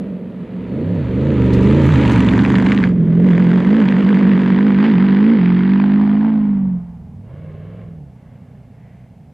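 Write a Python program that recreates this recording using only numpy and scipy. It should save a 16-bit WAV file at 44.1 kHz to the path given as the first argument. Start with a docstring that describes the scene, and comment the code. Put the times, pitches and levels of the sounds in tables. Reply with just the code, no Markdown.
"""A V8 rally buggy charges across desert sand with a thin whine, revs flaring over bumps, gear roaring. Its
wheels thump down and throw sand; it passes close at about 2 s. It pulls away, the exhaust rasping and cracking
as each firing lets out a puff of gas. As that run fades, near 7 s, the scene changes: a buggy tips over a far
dune, blips the throttle and rolls down, throbbing at low revs, sand sliding under the tyres. Still air lies
under both runs."""
import sys
import numpy as np
from scipy import signal
from scipy.fft import rfft, irfft, next_fast_len
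from scipy.io import wavfile

SR = 44100
rng = np.random.default_rng(int(sys.argv[2]) if len(sys.argv) > 2 else 0)


def digitize_waveform(pressure):
    """Quantize a signal to 16-bit integers and store it at the path in sys.argv[1].

    Rows of a 2-D input are taken as channels; values are limited to [-1, 1].
    """
    field = np.atleast_2d(pressure).T
    bounded = np.clip(field, -1, 1)
    quanta = np.round(bounded * 32767).astype(np.int16)
    wavfile.write(sys.argv[1], SR, quanta)


N = 411453
TIME_S = np.arange(N) / SR

# base engine speed (time [s], four-stroke cycle rate [Hz])
PASS_CYCLE_HZ = [(0, 24.6), (.22, 22.6), (.62, 22.9), (1.62, 23.8), (2.0, 25.4), (2.26, 22.4), (2.48, 24.7),
                 (2.97, 22.3), (3.03, 20.4), (3.3, 21.5), (3.63, 22.7), (4.15, 24.7), (4.5, 23.5),
                 (5.17, 24.6), (5.42, 22.4), (5.55, 22.5), (5.72, 24.4), (6.03, 25.8), (6.5, 25.4),
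                 (6.8, 22.1), (7.3, 19.8)]
DUNE_CYCLE_HZ = [(6.5, 7.8), (7.0, 8.9), (7.24, 12.8), (7.4, 20), (7.55, 18.9), (7.78, 21.9), (7.95, 20.3),
                 (8.12, 15.4), (8.65, 15.7), (8.87, 14.5), (9.03, 15.5), (9.33, 15)]
# revs flare as wheels go light, sag as they dig in (peak time [s], extra rate [Hz], rise [s], fall [s])
SURGES = [(.93, 13.5, .22, .13), (1.28, 5.5, .13, .13), (1.79, 4.9, .16, .11), (1.903, 5.8, .04, .07),
          (2.74, 2.6, .07, .09), (3.27, 1.6, .13, .08), (3.79, 5.2, .15, .07), (4.67, 2.5, .13, .08),
          (4.885, 4.1, .12, .06), (4.97, -2.2, .04, .06), (5.33, 6, .16, .08), (6.29, 2, .15, .2)]
# driveline shudder on sand ripples (first crest [s], length [s], crest rate [Hz], depth [Hz])
SHUDDERS = [(.09, .36, 10.7, 1.0), (1.915, .36, 9.6, 1.5), (2.337, .48, 11.1, 1.1), (3.27, .34, 6.9, .7),
            (3.908, .45, 10.1, 1.45), (4.4, .17, 10, .8)]
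# engine voices 0-4, even orders re order 8, odd re order 5
# (order, ahead [dB], side [dB], behind [dB], far on throttle [dB], far coasting [dB])
ORDER_DB = [(2, -19, -33, -32, -21, -26), (3, -6, -8, -10, -14, -8), (4, -19, -24, -36, -16, -12),
            (5, 0, 0, 0, 0, 0), (6, -15, -14, -16, -14, -7), (7, -11, -7, 4, -10, -5), (8, 0, 0, 0, 0, 0),
            (9, -12, -4, 3, -20, -1), (10, -16, -8, -8, -15, -6), (11, -5, 1, 4, -17, 6),
            (12, -15, -17, -17, -23, -9), (13, -11, -6, 0, -23, 3), (14, -22, -21, -18.5, -31, -18),
            (15, -21, -15, -4, -31, -7), (16, -10, -21, -20.5, -25, -13), (17, -20, -14, -3, -29, -8),
            (18, -15, -20, -22.5, -32, -20), (19, -13, -17, -5, -22, -14), (20, -21, -23, -28, -28, -30),
            (21, -19, -20, -10, -17, -19), (22, -25, -27, -35, -26, -30)]
# voice heard (time [s], voice [0-4], roughness [0-1])
PASS_VOICE = [(0, 1.5, .2), (.6, 1.1, .2), (.9, 0, .08), (1.9, 0, .06), (2.15, 1, .17), (2.9, 1, .11),
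              (3.3, 2, .11), (5.3, 2, .06), (6.3, 2, .03), (7.2, 2, .07)]
DUNE_VOICE = [(7.95, 3, .06), (8.15, 4, .04), (9.33, 4, .06)]
# engine loudness (time [s], relative level [dB])
PASS_LEVEL_DB = [(0.0, -24), (0.28, -29.5), (0.68, -25), (0.75, -19.5), (0.97, -15.5), (1.07, -20.5),
                 (1.15, -16.5), (1.59, -9.5), (3.07, -12.5), (3.27, -8), (3.33, -10.5), (5.98, -11),
                 (6.64, -15), (6.76, -19), (6.84, -30), (7.11, -37.5), (7.23, -37), (7.25, -37.5),
                 (7.4, -80)]
DUNE_LEVEL_DB = [(6.3, -65), (6.5, -47), (7.25, -44), (7.32, -36.5), (8.002, -37), (8.158, -47),
                 (8.604, -43.5), (8.726, -50), (8.958, -46), (9.3, -57)]
# exhaust tone (time [s], low-pass corner [Hz], bank burble re firing drone [dB])
PASS_TONE = [(0, 504, -15.5), (.7, 496, -7), (1.35, 632, 4.5), (1.66, 597, -3.5), (1.85, 560, 8),
             (2.149, 430, 1), (2.9, 517, -14), (3.3, 675, -23.5), (5.299, 567, -26.5), (5.798, 361, -29),
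             (6.3, 292, -27.5), (6.78, 206, -29.5), (7.2, 210, 14)]
DUNE_TONE = [(6.5, 600, -24), (7.25, 600, -18), (7.33, 600, -3), (7.85, 600, 0), (8.0, 600, -17),
             (9.33, 600, -25)]
# throttle lifts over bumps (start [s], end [s])
LIFTS_S = [(.83, 1.08), (1.87, 1.98)]
# gas burst at each of the eight firings (relative level [dB])
FIRING_DB = [5.5, -6.5, -8, 2, 2, -3.5, -0.5, -4]
# roar of gas and running gear (time [s], relative level [dB])
ROAR_DB = [(0.04, -49), (0.23, -52), (1.19, -39), (1.42, -34), (2.11, -25), (2.64, -27.5), (2.67, -24.5),
           (2.83, -31), (2.85, -28), (2.94, -46), (3.22, -40), (3.28, -31.5), (3.93, -28.5), (4.76, -30),
           (4.84, -24.5), (4.93, -29), (6.26, -34), (6.85, -56), (7.22, -63), (7.3, -51.5), (7.82, -50),
           (8.02, -66), (8.3, -58), (9.33, -66.5)]
# exhaust cracks (time [s], relative level [dB])
CRACKS = [(2.2877, -5), (2.3914, -5), (2.45, -5.5), (2.5546, -3), (2.6636, -5.5), (2.7197, -1),
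          (2.7763, -8.5), (2.839, -5.5), (3.8872, -9.5), (3.925, -16), (4.3161, -15), (5.1697, -18),
          (5.7354, -13.5), (5.9386, -26.5)]
# tyre and body rumble (time [s], level re engine curves [dB])
RUMBLE_DB = [(0, -14), (1.2, -20), (1.7, -24), (2.1, -21), (2.6, -25), (3.0, -29), (3.3, -24), (4.4, -27),
             (5.8, -37), (6.3, -33), (6.7, -38), (7.4, -19), (8.3, -23), (9.3, -19)]
# wheels hitting sand (time [s], level [dB], centre [Hz], decay [s])
LANDINGS = [(1.531, -35.5, 4400, 0.016), (1.62, -47, 5000, 0.03), (1.853, -20, 45, 0.031),
            (1.863, -42, 6960, 0.0024), (2.111, -39.5, 5900, 0.022)]
# sand sliding down the dune (peak time [s], spread [s], level [dB])
SLIDES = [(8.3, 0.089, -68), (8.92, 0.13, -61)]
# approach whine (time [s], pitch [Hz], level [dB])
WHINE = [(.55, 4290, -120), (.7, 4290, -66), (1.2, 4280, -63), (1.6, 4250, -120)]
# noise spectra (frequency [Hz], relative density [dB])
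EXHAUST_SPECTRUM = [(380, -38), (650, -4.5), (762, -5), (931, -1), (1380, -6), (1540, -3), (1800, -3.5),
                    (2150, -6), (2630, -12.5), (3290, -15), (4200, -26), (4800, -26.5), (6240, -52),
                    (10600, -120)]
FAR_EXHAUST_SPECTRUM = [(450, -18.5), (700, 4), (950, 2.5), (1300, -7.5), (1900, -13.5), (3000, -22.5),
                        (5000, -46), (9000, -62)]
DUNE_EXHAUST_SPECTRUM = [(260, -23.5), (450, -5.5), (533, -1), (689, -6), (738, -38.5), (791, -11.5),
                         (865, -27), (1050, -11.5), (1320, -19), (1700, -17), (1910, -23), (2170, -16),
                         (2470, -29), (2700, -22), (4800, -45), (6240, -78), (10600, -120)]
CRACK_SPECTRUM = [(500, -32.5), (1000, -13), (1800, 7), (3200, -4), (4500, -17.5), (7000, -43),
                  (14000, -60)]
GEAR_SPECTRUM = [(410, -36.5), (700, -19.5), (803, -6.5), (966, -0.5), (1080, -8.5), (1220, -4),
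                 (1530, -9.5), (1670, -6), (1860, -7), (2220, -9.5), (2540, -11), (3650, -18.5),
                 (4800, -29), (6240, -63.5), (10600, -120)]
RUMBLE_SPECTRUM = [(30, -14), (60, 4), (120, -5), (250, 14), (340, 10), (450, 17), (600, 10), (780, -5.5),
                   (1200, -20.5), (2500, -45)]
SPRAY_SPECTRUM = [(3000, -25.5), (5500, -4.5), (6800, -2), (9000, -13), (10500, -20.5), (14000, -27.5)]
SLIDE_SPECTRUM = [(250, -8), (600, 0), (900, 2), (1300, -9), (2000, 3), (3000, -14), (6000, -40)]
AIR_SPECTRUM = [(15, -47.5), (25, -24), (102, -1.5), (127, -2), (173, -2), (236, -7), (328, -27),
                (418, -18.5), (477, -32), (693, -19.5), (922, -26), (1050, -39.5), (2170, -38.5),
                (4800, -53), (6240, -68), (10600, -120)]
HISS_SPECTRUM = [(2000, -11), (5000, 2.5), (14000, -3.5)]
# stereo width (frequency [Hz], side re mid [dB])
WIDTH_DB = [(100, -39), (1000, -23), (2500, -23.5), (4000, -18), (5700, -6.5), (7500, -6.5), (13000, -1.5)]
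# microphone balance (frequency [Hz], left re right [dB])
BALANCE_DB = [(250, -1.5), (700, -.4), (2500, .3), (6000, -2.5), (9000, -3), (13000, -.5)]

FIRINGS_PER_CYCLE = len(FIRING_DB)


def engine(cycles, level_db, voices, tone, lift=0, pipe_hz=200, pipe_width_hz=80, dispersion_rad=.1825):
    """Even orders ring in the tailpipe; odd orders come from the uneven firing of one cylinder bank."""
    on = (TIME_S >= level_db[0][0]) & (TIME_S <= level_db[-1][0])
    voice, roughness = np.array(curves(voices))[:, on]
    corner_hz, burble_db = curves(tone)
    # off throttle the note dulls and burbles
    corner_hz = (corner_hz * (1 - .53 * lift))[on]
    burble = from_db(burble_db + 8.5 * lift)[on]
    burble *= from_db(np.interp(voice, [1, 2, 3], [0, -4, 0]))   # from behind, the banks partly even out
    bank_firings = np.array([0, 3, 5, 6]) / FIRINGS_PER_CYCLE
    cycle_hz = np.gradient(cycles[on]) * SR
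    out, power = np.zeros(N), 0
    for order, *voice_db in ORDER_DB:
        gain = from_db(np.interp(voice, np.arange(len(voice_db)), voice_db))
        gain /= np.sqrt(1 + (order * cycle_hz / corner_hz) ** 10)
        off_firing = order - FIRINGS_PER_CYCLE
        lag_rad = np.arctan((order * cycle_hz.mean() - pipe_hz) / pipe_width_hz)
        lag_rad += dispersion_rad * off_firing ** 2   # pipe reflections spread each pulse
        if order % 2:
            gain *= burble
            lag_rad -= np.angle(np.exp(-2j * np.pi * order * bank_firings).sum())
        phase_rad = 2 * np.pi * order * cycles[on] - lag_rad
        # combustions vary, blurring orders far from the firing rate most
        blur = roughness * np.sqrt(4 + .06 * off_firing ** 2)
        wave = (1 + blur * drift(rate_hz=40)[on]) * np.cos(phase_rad)
        wave += blur * drift(rate_hz=40)[on] * np.sin(phase_rad)
        out[on] -= gain * wave * np.sqrt(2 / (1 + 2 * blur ** 2))
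        power += gain ** 2
    out[on] /= np.sqrt(power)
    return out * from_db(curves(level_db)[0])


def crank(cycle_hz, wobble=.003):
    """Engine cycles turned so far; the speed is never quite steady."""
    return np.cumsum(cycle_hz * (1 + wobble * drift(rate_hz=35))) / SR


def rough_ground_cycle_hz():
    """Cruising speed plus the flares and shudders of rough ground."""
    cycle_hz, = curves(PASS_CYCLE_HZ)
    for peak_s, extra_hz, rise_s, fall_s in SURGES:
        cycle_hz += np.interp(TIME_S, [peak_s - rise_s, peak_s, peak_s + fall_s], [0, extra_hz, 0])
    for crest_s, length_s, rate_hz, depth_hz in SHUDDERS:
        ramp_s = .5 / rate_hz
        window = gate(crest_s - ramp_s, crest_s + length_s, ramp_s)
        cycle_hz += depth_hz * window * np.cos(2 * np.pi * rate_hz * (TIME_S - crest_s))
    return cycle_hz


def gas_bursts(cycles, scatter_db=1.5, decay_intervals=.5, rise_intervals=.02):
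    """Each firing lets out a sharp puff that dies within the firing interval; unit power."""
    firing, age = np.divmod(cycles * FIRINGS_PER_CYCLE, 1)
    firing = firing.astype(int)
    scatter = np.clip(rng.standard_normal(4096), -2, 2)
    size = from_db(np.array(FIRING_DB)[firing % FIRINGS_PER_CYCLE] + scatter_db * scatter[firing])
    return unit_rms(size * np.exp(-age / decay_intervals) * (1 - np.exp(-age / rise_intervals)))


def rasp(bursts, roar_db, behind, idle_share=.22, ahead_share=.5, behind_share=.87, onset_db=(-47, -37)):
    """Pulsing gain: loud roar comes in exhaust bursts, most of all from behind."""
    effort = np.interp(roar_db, onset_db, [0, 1])
    loud_share = ahead_share * (1 - behind) + behind_share * behind
    share = idle_share * (1 - effort) + loud_share * effort
    return np.sqrt(1 - share + share * bursts ** 2)


def pipe_ring(cycles):
    """The same short, ragged ringing, set off anew at every firing."""
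    firing = np.floor(cycles * FIRINGS_PER_CYCLE)
    age_samples = np.arange(N) - np.searchsorted(firing, firing)
    return rng.standard_normal(2048)[age_samples % 2048]


def exhaust_roar(roar, ring, behind, dune):
    """Gas leaving the tailpipe: bright close by, duller with distance, hollow from the dune."""
    far = np.interp(TIME_S, [5.7, 6.2, 7.0], [0, .7, 1])
    out = stereo_noise(EXHAUST_SPECTRUM, from_db(-.44) * roar * np.sqrt(behind * (1 - far)), ring)
    out += stereo_noise(FAR_EXHAUST_SPECTRUM, roar * np.sqrt(far * (1 - dune)), ring)
    return out + stereo_noise(DUNE_EXHAUST_SPECTRUM, from_db(2.8) * roar * np.sqrt(dune), ring)


def exhaust_cracks(gain_db=-5.5, decay_s=.0015):
    """Sharp pops from the tailpipe."""
    envelope = sum(from_db(db + gain_db) * puff(start_s, decay_s) for start_s, db in CRACKS)
    return stereo_noise(CRACK_SPECTRUM, envelope)


def gear_roar(roar, ring, behind):
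    """Running gear, heard until the tailpipe takes over."""
    return stereo_noise(GEAR_SPECTRUM, from_db(-.1) * roar * np.sqrt(1 - behind), ring)


def tyre_rumble(pulsing, gain_db=6.5):
    """Tyres and body rumble, following the engine's loudness."""
    engine_db = np.maximum(curves(PASS_LEVEL_DB)[0], curves(DUNE_LEVEL_DB)[0])
    level_db = engine_db + curves(RUMBLE_DB)[0] + gain_db
    return stereo_noise(RUMBLE_SPECTRUM, from_db(level_db) * np.sqrt(pulsing))


def sand_spray(roar, closest_s=1.95, peak_re_roar_db=-25, fade_db_per_s=5, flicker_db=1.8):
    """Thrown sand hisses, loudest as the buggy goes by."""
    level_db = peak_re_roar_db - fade_db_per_s * np.abs(TIME_S - closest_s)
    return stereo_noise(SPRAY_SPECTRUM, roar * from_db(level_db + flicker_db * drift(rate_hz=290)))


def landings():
    """Tyres thump down and throw sand."""
    out = np.zeros((2, N))
    for start_s, db, hz, decay_s in LANDINGS:
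        spectrum = [(hz / 10, -40), (hz / 2, -4), (hz, 0), (hz * 2, -14), (hz * 10, -60)]
        out += from_db(db) * puff(start_s, decay_s) * stereo_noise(spectrum)
    return out


def sand_slides():
    """Soft swells of sand sliding under the tyres."""
    swells = sum(from_db(db) * np.exp(-.5 * ((TIME_S - peak_s) / spread_s) ** 2)
                 for peak_s, spread_s, db in SLIDES)
    return stereo_noise(SLIDE_SPECTRUM, swells)


def whine(jitter=.0043):
    """A thin, wavering tone on the approach."""
    pitch_hz, level_db = curves(WHINE)
    pitch_hz *= 1 + jitter * drift(rate_hz=140)
    return from_db(level_db) * np.sin(2 * np.pi * np.cumsum(pitch_hz) / SR)


def desert_air(air_db=-43.5, hiss_db=-74.5):
    """Steady low rush and faint hiss."""
    return from_db(air_db) * stereo_noise(AIR_SPECTRUM) + from_db(hiss_db) * stereo_noise(HISS_SPECTRUM)


def stereo_noise(spectrum, envelope=1, ring=None, ring_share=.18):
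    """Coloured noise, narrow in the bass, wide in the treble; a share may be pipe ringing."""
    source = rng.standard_normal((2, N))
    if ring is not None:
        source[0] = np.sqrt(1 - ring_share) * source[0] + np.sqrt(ring_share) * ring
    power = np.mean(bin_gains(spectrum, N) ** 2)
    mid, side = colour(source * envelope, spectrum) / np.sqrt(power)
    return mid + colour(side, WIDTH_DB) * np.array([[1], [-1]])


def colour(x, spectrum):
    """Filter by (frequency [Hz], gain [dB])."""
    size = next_fast_len(N + 4096, real=True)
    return irfft(rfft(x, size) * bin_gains(spectrum, size), size)[..., :N]


def bin_gains(spectrum, size):
    """Gain per FFT bin, interpolated in log frequency."""
    hz, db = np.transpose(spectrum)
    bins_hz = np.maximum(np.arange(size // 2 + 1) * SR / size, 1)
    return from_db(np.interp(np.log(bins_hz), np.log(hz), db))


def puff(start_s, decay_s):
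    """Envelope: fast rise, exponential decay."""
    out, first = np.zeros(N), int(start_s * SR)
    age_s = TIME_S[:min(SR // 2, N - first)]
    out[first:first + len(age_s)] = np.exp(-age_s / decay_s) * (1 - np.exp(-10 * age_s / decay_s))
    return out


def gate(start_s, end_s, ramp_s):
    """1 between two times, 0 outside, with straight ramps."""
    return np.clip(np.minimum(TIME_S - start_s, end_s - TIME_S) / ramp_s + .5, 0, 1)


def drift(rate_hz):
    """Random wander of unit power."""
    knots = rng.standard_normal(8192)
    return unit_rms(np.interp(TIME_S * rate_hz, np.arange(len(knots)), knots))


def curves(rows):
    """A time table's columns at every sample."""
    time_s, *columns = np.transpose(rows)
    return [np.interp(TIME_S, time_s, column) for column in columns]


def from_db(db):
    """Decibels to gain."""
    return 10 ** (np.asarray(db) / 20)


def unit_rms(x):
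    """Scale to unit power."""
    return x / np.sqrt(np.mean(x ** 2) + 1e-20)


def scene():
    """The close pass, then the dune run, over still air."""
    pass_cycles = crank(rough_ground_cycle_hz())
    dune_cycles = crank(curves(DUNE_CYCLE_HZ)[0])
    lift = sum(gate(start_s, end_s, ramp_s=.038) for start_s, end_s in LIFTS_S)
    note = engine(pass_cycles, PASS_LEVEL_DB, PASS_VOICE, PASS_TONE, lift)
    note += from_db(4) * engine(dune_cycles, DUNE_LEVEL_DB, DUNE_VOICE, DUNE_TONE,
                                pipe_hz=130, dispersion_rad=.02)
    # crossfades: gone by, then on the dune
    behind = np.interp(TIME_S, [1.95, 2.4], [0, 1])
    dune = np.interp(TIME_S, [7.15, 7.35], [0, 1])
    bursts = np.where(dune < .5, gas_bursts(pass_cycles), gas_bursts(dune_cycles))
    ring = pipe_ring(np.where(dune < .5, pass_cycles, pass_cycles[-1] + dune_cycles))
    roar_db, = curves(ROAR_DB)
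    pulsing = rasp(bursts, roar_db, behind)
    roar = from_db(roar_db) * pulsing
    exhaust = exhaust_roar(roar, ring, behind, dune) + exhaust_cracks()
    chassis = gear_roar(roar, ring, behind) + tyre_rumble(pulsing)
    sand = sand_spray(roar) + landings() + sand_slides()
    return note + exhaust + chassis + sand + whine() + desert_air()


def record(dry):
    """The two microphone ports differ a little in colour; the top is cut."""
    left = colour(dry[0], [(hz, db / 2) for hz, db in BALANCE_DB])
    right = colour(dry[1], [(hz, -db / 2) for hz, db in BALANCE_DB])
    stopband_hz = 15015
    lowpass = signal.cheby2(14, 60, stopband_hz, fs=SR, output="sos")
    return signal.sosfilt(lowpass, np.array([left, right]))


dry = scene()
out = record(dry)
digitize_waveform(out)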